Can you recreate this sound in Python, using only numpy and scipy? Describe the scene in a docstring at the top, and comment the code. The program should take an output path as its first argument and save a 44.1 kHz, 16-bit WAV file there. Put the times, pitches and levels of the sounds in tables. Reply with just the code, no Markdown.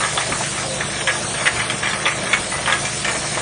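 """Plastic bottles knock against the steel wall of a factory sorting bowl, which rings briefly: each blow
adds fading wall tones, ringing noise, a neck tone, a crack and a tick. Smaller random blows patter along.
Air jets hiss as coloured noise, bottle mouths hoot as sagging tones, and machines hum as noise and tones.
One microphone, narrow band, both channels alike. Brief narrow gaps are cut into the treble of the whole mix."""
import sys
import numpy as np
from scipy import signal
from scipy.fft import rfft, irfft, next_fast_len
from scipy.io import wavfile
from scipy.ndimage import uniform_filter1d, map_coordinates

SR = 44100
rng = np.random.default_rng(int(sys.argv[2]) if len(sys.argv) > 2 else 0)


def undo_db(level):
    """Turn decibels back into plain size, where 20 dB means ten times bigger."""
    steps = np.asarray(level, float) / 20
    return 10 ** steps


def waveform_to_disk(signal):
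    """Save audio, clipped to [-1, 1], as 16-bit WAV at the path in sys.argv[1]."""
    frames = np.transpose(np.atleast_2d(signal))
    scaled = np.clip(frames, -1, 1) * 32767
    samples = np.round(scaled).astype(np.int16)
    wavfile.write(sys.argv[1], SR, samples)


N = 150381  # length in samples

# Broad noise of machines and hall: (frequency [Hz], relative level [dB per Hz])
DRONE_COLOUR = [(13, -54.5), (22, -21.5), (128, -4.5), (203, -4), (252, -8), (334, -5), (398, -6.5),
                (643, -3), (816, -8), (1750, -9.5), (4000, -18), (5200, -40), (8800, -120)]
# Motor tones: (frequency [Hz], middle level [dB], slow phase wander [radians])
MOTOR_TONES = [(66.4, -45.5, 1.1), (117.2, -40, 0.51), (144.3, -39.5, 0.32), (197, -43, 0.63),
               (337.8, -45.5, 0.63), (628, -46.5, 1.1), (722, -45.5, 1.2)]
# Loudness of the air jets: (time [s], level [dB])
JET_LEVEL = [(0.0, -25.5), (0.34, -26), (1.08, -25), (1.46, -24.5), (1.75, -26.5), (3.0, -25.5),
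             (3.41, -27)]
# Colour of the air hiss: (frequency [Hz], relative level [dB per Hz])
JET_COLOUR = [(1760, -23), (3000, -8.5), (3480, -8), (3840, -7), (4840, -7.5), (5380, -7), (7610, -5.5),
              (8630, -3.5), (9230, -3.5), (9500, -3), (12400, -48.5), (20900, -120)]
# Air blown across a bottle mouth: (start [s], length [s], starting frequency [Hz], middle level [dB])
MOUTH_HOOTS = [(.62, .2, 540, -30.5), (1.02, .11, 538, -30), (2.64, .12, 548, -34), (0.0, .09, 545, -33)]
# Loudness of the small random knocks, before TUMBLE_DB: (time [s], relative level [dB])
TUMBLE_LEVEL = [(0.0, -28), (0.78, -31.5), (1.01, -21), (1.16, -68.5), (1.36, -23), (1.56, -27),
                (1.74, -25.5), (2.21, -23.5), (2.35, -22), (2.57, -39), (2.69, -21.5), (3.1, -34.5),
                (3.28, -26.5), (3.41, -25.5)]
# Bottles hitting the wall: (time [s], level before BLOW_DB [dB], brightness [dB per octave],
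# neck ring level within the blow [dB], neck frequency [Hz], time for the wall's low tones to fall 60 dB [s])
WALL_KNOCKS = [(.004,-12.5,-3,-16,3500,0.51),(.034,-11,-5,-1,3500,0.29),(.175,-8,-8.5,4,3500,0.21),(.209,-14,1,-8,3500,0.35),(.32,-9,-4.5,-22,3500,.18),(.407,-14.5,-15.5,-13,3500,0.13),(.434,-16.5,4.5,-8,3500,0.3),(.576,-15,-4.5,-5,3500,0.35),(.805,-11.5,-0.5,-4.5,3500,0.21),(1.073,-2,2.5,-3.5,2950,0.27),(1.154,-18,-10.5,-17,3500,.19),(1.41,-19.5,-8,5,3500,0.58),(1.457,-2.5,4,-21,3400,0.27),(1.56,-15.5,2.5,-15,3500,0.51),(1.591,-9.5,0.5,-5,3000,0.33),(1.699,-5.5,8.5,-3,3200,0.12),(1.719,-13,2,2.5,3550,0.078),(1.779,-20.5,2.5,-15,3500,0.12),(1.83,-9,2.5,-13,3500,0.18),(1.843,-12,7,-10,3500,0.34),(1.871,-9,-0.5,0,3200,.2),(1.91,-18.5,-0.5,5,3550,0.11),(1.933,-14,-4.5,0,3300,0.28),(2.055,-3.5,4,2.5,3450,0.24),(2.060,-10,-4.5,0,3290,0.17),(2.079,-6.5,7.5,-20,3500,0.25),(2.331,-1.5,3,-5.5,3450,0.18),(2.517,-14.5,-5,-12,3500,0.68),(2.659,-12.5,3,0,3150,0.16),(2.675,-6,-5.5,-7,3500,0.25),(2.699,-11,-0.5,-1.5,3100,0.39),(2.724,-5.5,1.5,0,3400,0.25),(2.851,-10.5,21.5,-10,3300,0.23),(2.925,-21.5,3,-25,3500,0.3),(3.046,-9.5,3,-4,3000,0.4),(3.08,-11.5,-1.5,-6,3500,0.31),(3.149,-16,-2.5,-13,3500,.28),(3.373,-12,-15.5,-15,3500,0.16)]
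# Strongest tones of the steel wall: (frequency [Hz], relative level [dB])
WALL_MODES = [(552, -9.5), (870, -1.5), (1118, -1), (1194, -2), (1276, -0.5), (1445, -10), (1670, 5),
              (1830, 3.5), (1990, 3.5), (2060, 2), (2220, 4), (2350, 6.5), (2650, -9.5), (2950, -0.5)]
# The wall's countless weak tones: (frequency [Hz], relative level [dB per Hz])
WALL_DENSE = [(300, -30.5), (500, -14.5), (800, -7.5), (1200, -2.5), (1500, -4), (2100, 0.5), (2600, -4),
              (3600, -12), (4100, -18), (8000, -15.5), (12000, -29)]
# Threshold for gaps in the mix, higher means more gaps: (frequency [Hz], threshold [standard deviations])
GAPS_BY_PITCH = [(2000, -2.5), (3500, -1.77), (4900, 0.02), (5400, -0.96), (6600, -0.5), (7600, 0.2),
                 (8300, -0.5), (9000, -1)]
# Shift of that threshold over time: (time [s], shift [standard deviations])
GAPS_BY_TIME = [(0, -0.7), (.6, -0.94), (.75, .25), (2.4, 0.59), (2.9, -0.64), (3.41, -0.69)]

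# Background: levels in dB, phase wander in radians, pitch fall in Hz per second
DRONE_DB, HUM_ROUGH = -28.5, 0.4
HOOT_SAG_HZ_PER_S, HOOT_ROUGH, HOOT_FLUTTER_DB = 150, 0.55, 2.5
# Small knocks: average number a second, spread of size, fall time by 60 dB, level shift
TUMBLE_PER_S, TUMBLE_SPREAD_DB, TUMBLE_T60_S, TUMBLE_DB = 110, 3, 0.13, -5.5
# Blows: level shift, onset time, frequency where brightness changes nothing
BLOW_DB, RISE_S, PIVOT_HZ = -11.5, 0.00036, 1700
# Wall tones: their share, random spread, phase wander in radians and its speed; share of the dense ring
MODES_DB, MODE_SCATTER_DB, MODE_WAVER, WAVER_PER_S, DENSE_DB = 1.5, 8, 0.34, 40, 1
TREBLE_T60_SHARE = 0.62  # fall time at 3 kHz over fall time at 1.5 kHz
NECK_WIDTH_HZ, NECK_T60_S = 340, 0.069
# Sharp start of a blow: a noise crack and a tick at the first contact; TICK_HZ rises with brightness
CRACK_DB, CRACK_T60_S, TICK_DB, TICK_HZ, TICK_T60_S = 6, 0.0053, 0.5, 2600, 0.0085
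RATTLE_DB, RATTLE_PER_S = 2.4, 200  # the bottle chatters: spread and speed of the random gain
GAP_DB = -31.5  # gain in the deepest gaps
# Band edge, level above it, final cutoff, overload ceiling (full scale = 1) and sharpness of its bend
EDGE_HZ, SHELF_DB, TOP_HZ, CEILING, KNEE = 9640, -46, 10330, 0.95, 4


def unit(x):
    """Scale to an rms (average strength) of 1."""
    return x / np.sqrt(np.mean(x ** 2) + 1e-20)


def along(points, hz):
    """Read (frequency [Hz], value) points on a log frequency axis."""
    f, value = np.transpose(points)
    return np.interp(np.log(hz + 1), np.log(f + 1), value)


def curve(rows):
    """Join (time [s], value) rows into one value per sample."""
    s, value = np.transpose(rows)
    return np.interp(np.arange(N) / SR, s, value)


def wobble(rate):
    """A smooth random curve with rate random points a second."""
    return map_coordinates(rng.standard_normal(N // 64), [np.arange(N) * rate / SR])


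def filtered(x, response):
    """Make each frequency of x louder or softer by response(frequency)."""
    size = x.shape[-1]
    padded = next_fast_len(size + 8192)
    gain = response(np.fft.rfftfreq(padded, 1 / SR))
    return irfft(rfft(x, padded) * gain, padded)[..., :size]


def smooth_field(shape, across_hz, across_time):
    """A random map over frequency and time, smoothed both ways."""
    field = uniform_filter1d(rng.standard_normal(shape), size=across_hz, axis=0)
    return unit(uniform_filter1d(field, size=across_time, axis=1))


def rush(spectrum, patchy_db):
    """Coloured noise of rms 1 with patches of random gain."""
    z = signal.stft(rng.standard_normal(N), nperseg=512)[2]
    patches = undo_db(patchy_db * smooth_field(z.shape, 6, 8))
    noise = signal.istft(z * patches, nperseg=512)[1][:N]
    return unit(filtered(noise, lambda hz: undo_db(along(spectrum, hz))))


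def narrow(hz, width_hz, size):
    """Noise in a narrow band around hz, rms 1."""
    return unit(filtered(rng.standard_normal(size), lambda f: 1 / (1 + ((f - hz) / width_hz * 2) ** 2)))


def machines():
    """Broad drone with motor tones whose loudness and phase are slightly unsteady."""
    t = np.arange(N) / SR
    hum = np.zeros(N)
    for hz, db, wander in MOTOR_TONES:
        level = undo_db(db + 2.06 * wobble(6.95)) * np.sqrt(2)  # a sine's peak is sqrt(2) times its rms
        phase = 2 * np.pi * hz * t + wander * wobble(9) + HUM_ROUGH * wobble(27.88)
        hum += level * np.sin(phase)
    return undo_db(DRONE_DB) * rush(DRONE_COLOUR, patchy_db=2.7) + hum


def jets():
    """Compressed air hisses as noise, with a random flutter as bottles cross the streams."""
    flutter_db = 0.6 * wobble(14) + 0.26 * wobble(40)
    return undo_db(curve(JET_LEVEL) + flutter_db) * rush(JET_COLOUR, patchy_db=2.1)


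def hoots():
    """Bottle mouths passing a jet sound breathy tones that swell, fade and sag in pitch."""
    out = np.zeros(N)
    for s, length, hz, db in MOUTH_HOOTS:
        u = np.clip(np.arange(N) / SR - s, 0, length)  # time since the hoot began
        sagging = 2 * np.pi * (hz * u - HOOT_SAG_HZ_PER_S * u ** 2 / 2)
        phase = sagging + HOOT_ROUGH * wobble(45)
        level = undo_db(db + HOOT_FLUTTER_DB * wobble(30)) * np.sqrt(2)
        out += level * np.sin(np.pi * u / length) * np.sin(phase)
    return out


def wall_modes(t, colour_db, life):
    """The wall's strongest tones, each randomly shifted, scaled and wavering, fading at its own pace."""
    hz, db = np.transpose(WALL_MODES)
    draw = rng.standard_normal((3, len(hz)))
    gain = undo_db(db + colour_db(hz) + MODE_SCATTER_DB * draw[0])
    hz = hz * (1 + 0.0066 * draw[1])
    knots = rng.standard_normal((len(hz), 64))
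    waver = MODE_WAVER * np.array([np.interp(t * WAVER_PER_S, np.arange(64), row) for row in knots])
    phase = 2 * np.pi * (hz[:, None] * t + draw[2][:, None]) + waver
    fade = undo_db(-60 * t / life(hz)[:, None])
    return (gain / np.linalg.norm(gain)) @ (fade * np.sin(phase))


def dense_ring(t, tone, t60, treble_t60):
    """The wall's countless weak tones as noise, with the treble fading faster."""
    low, high = rng.standard_normal((2, len(t)))
    treble_share = lambda f: np.clip(np.log2((f + 1) / 1500), 0, 1)
    scale = np.std(filtered(low, tone))
    low_part = filtered(low, lambda f: tone(f) * np.sqrt(1 - treble_share(f)))
    high_part = filtered(high, lambda f: tone(f) * np.sqrt(treble_share(f)))
    return (low_part * undo_db(-60 * t / t60) + high_part * undo_db(-60 * t / treble_t60)) / scale


def knock(bright_db, neck_db, neck_hz, t60):
    """One blow: ringing wall, brighter for harder contact, the bottle's neck tone, a crack and a tick."""
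    t = np.arange(SR // 3) / SR
    colour_db = lambda f: bright_db * np.log2(np.clip(f, 850, 3600) / PIVOT_HZ)
    life = lambda f: t60 * TREBLE_T60_SHARE ** np.clip(np.log2((f + 1) / 1500), 0, 3)
    tone = lambda f: undo_db(along(WALL_DENSE, f) + colour_db(f))
    modes = wall_modes(t, colour_db, life)
    dense = dense_ring(t, tone, t60, life(3000))
    neck_sound = np.sin(2 * np.pi * neck_hz * t) + 0.69 * narrow(neck_hz, NECK_WIDTH_HZ, size=len(t))
    neck = undo_db(neck_db - 60 * t / NECK_T60_S) * neck_sound
    crack = undo_db(CRACK_DB - 60 * t / CRACK_T60_S) * unit(filtered(rng.standard_normal(len(t)), tone))
    tick_hz = TICK_HZ * undo_db(bright_db / 2)
    tick = undo_db(TICK_DB - 60 * t / TICK_T60_S) * np.sin(2 * np.pi * tick_hz * t)
    rattle_db = RATTLE_DB * np.interp(t * RATTLE_PER_S, np.arange(128), rng.standard_normal(128))
    wall = undo_db(rattle_db) * (undo_db(MODES_DB) * modes + undo_db(DENSE_DB) * dense)
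    return (wall + neck + crack + tick) * (1 - np.exp(-t / RISE_S))


def tumbling(count=8):
    """A random patter of small blows, each through one of a few rings of the wall."""
    rows = rng.random((900, 3))
    at = np.cumsum(-np.log(rows[:, 0] + 1e-9)) / TUMBLE_PER_S * SR  # random gaps, in samples
    size = undo_db(-TUMBLE_SPREAD_DB * np.log(rows[:, 1] + 0.039))  # many small, few large
    which = (rows[:, 2] * count).astype(int)
    keep = at < N
    blows = np.zeros((count, N))
    blows[which[keep], at[keep].astype(int)] = size[keep]
    brightness = np.linspace(-4.5, 2.5, num=count)
    rings = np.array([knock(db, neck_db=-7.5, neck_hz=3400, t60=TUMBLE_T60_S) for db in brightness])
    patter = signal.fftconvolve(blows, rings, axes=1).sum(0)[:N]
    return undo_db(curve(TUMBLE_LEVEL) + TUMBLE_DB) * unit(patter)


def knocks():
    """The loud single blows of bottles on the wall, each placed at its own time."""
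    out = np.zeros(N + SR)
    for s, db, *kind in WALL_KNOCKS:
        start = max(round(s * SR), 0)
        out[start:start + SR // 3] += undo_db(db + BLOW_DB) * knock(*kind)
    return out[:N]


def treble_gaps(x):
    """Turns down narrow strips of the finished mix briefly, where a random map is below a threshold."""
    hz, t, z = signal.stft(x, SR, nperseg=1024)
    field = smooth_field(z.shape, 3, 7)
    limit = along(GAPS_BY_PITCH, hz)[:, None] + np.interp(t, *np.transpose(GAPS_BY_TIME))
    limit = limit - 9 * (hz < 2000)[:, None]  # practically spares the lower sounds
    depth = np.clip((limit - field) / 0.3, 0, 1)
    return signal.istft(z * undo_db(GAP_DB * depth), SR, nperseg=1024)[1][:N]


def scene():
    """All sources add up at one microphone; the mix gets its treble gaps and fills two channels."""
    mix = machines() + jets() + hoots() + tumbling() + knocks()
    return np.tile(treble_gaps(mix), (2, 1))


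def band_limit(x):
    """A steep low-pass at the top of the band."""
    return signal.sosfilt(signal.butter(12, 10890, fs=SR, output="sos"), x)


def record(dry):
    """Limit the band with a weak shelf above it, bend the loudest peaks softly, then cut the top."""
    x = filtered(dry, lambda hz: np.where(hz < EDGE_HZ, 1, undo_db(SHELF_DB)))
    x = x / (1 + np.abs(x / CEILING) ** KNEE) ** (1 / KNEE)
    x = filtered(x, lambda hz: hz < TOP_HZ)
    return band_limit(x)


dry = scene()
out = record(dry)
waveform_to_disk(out)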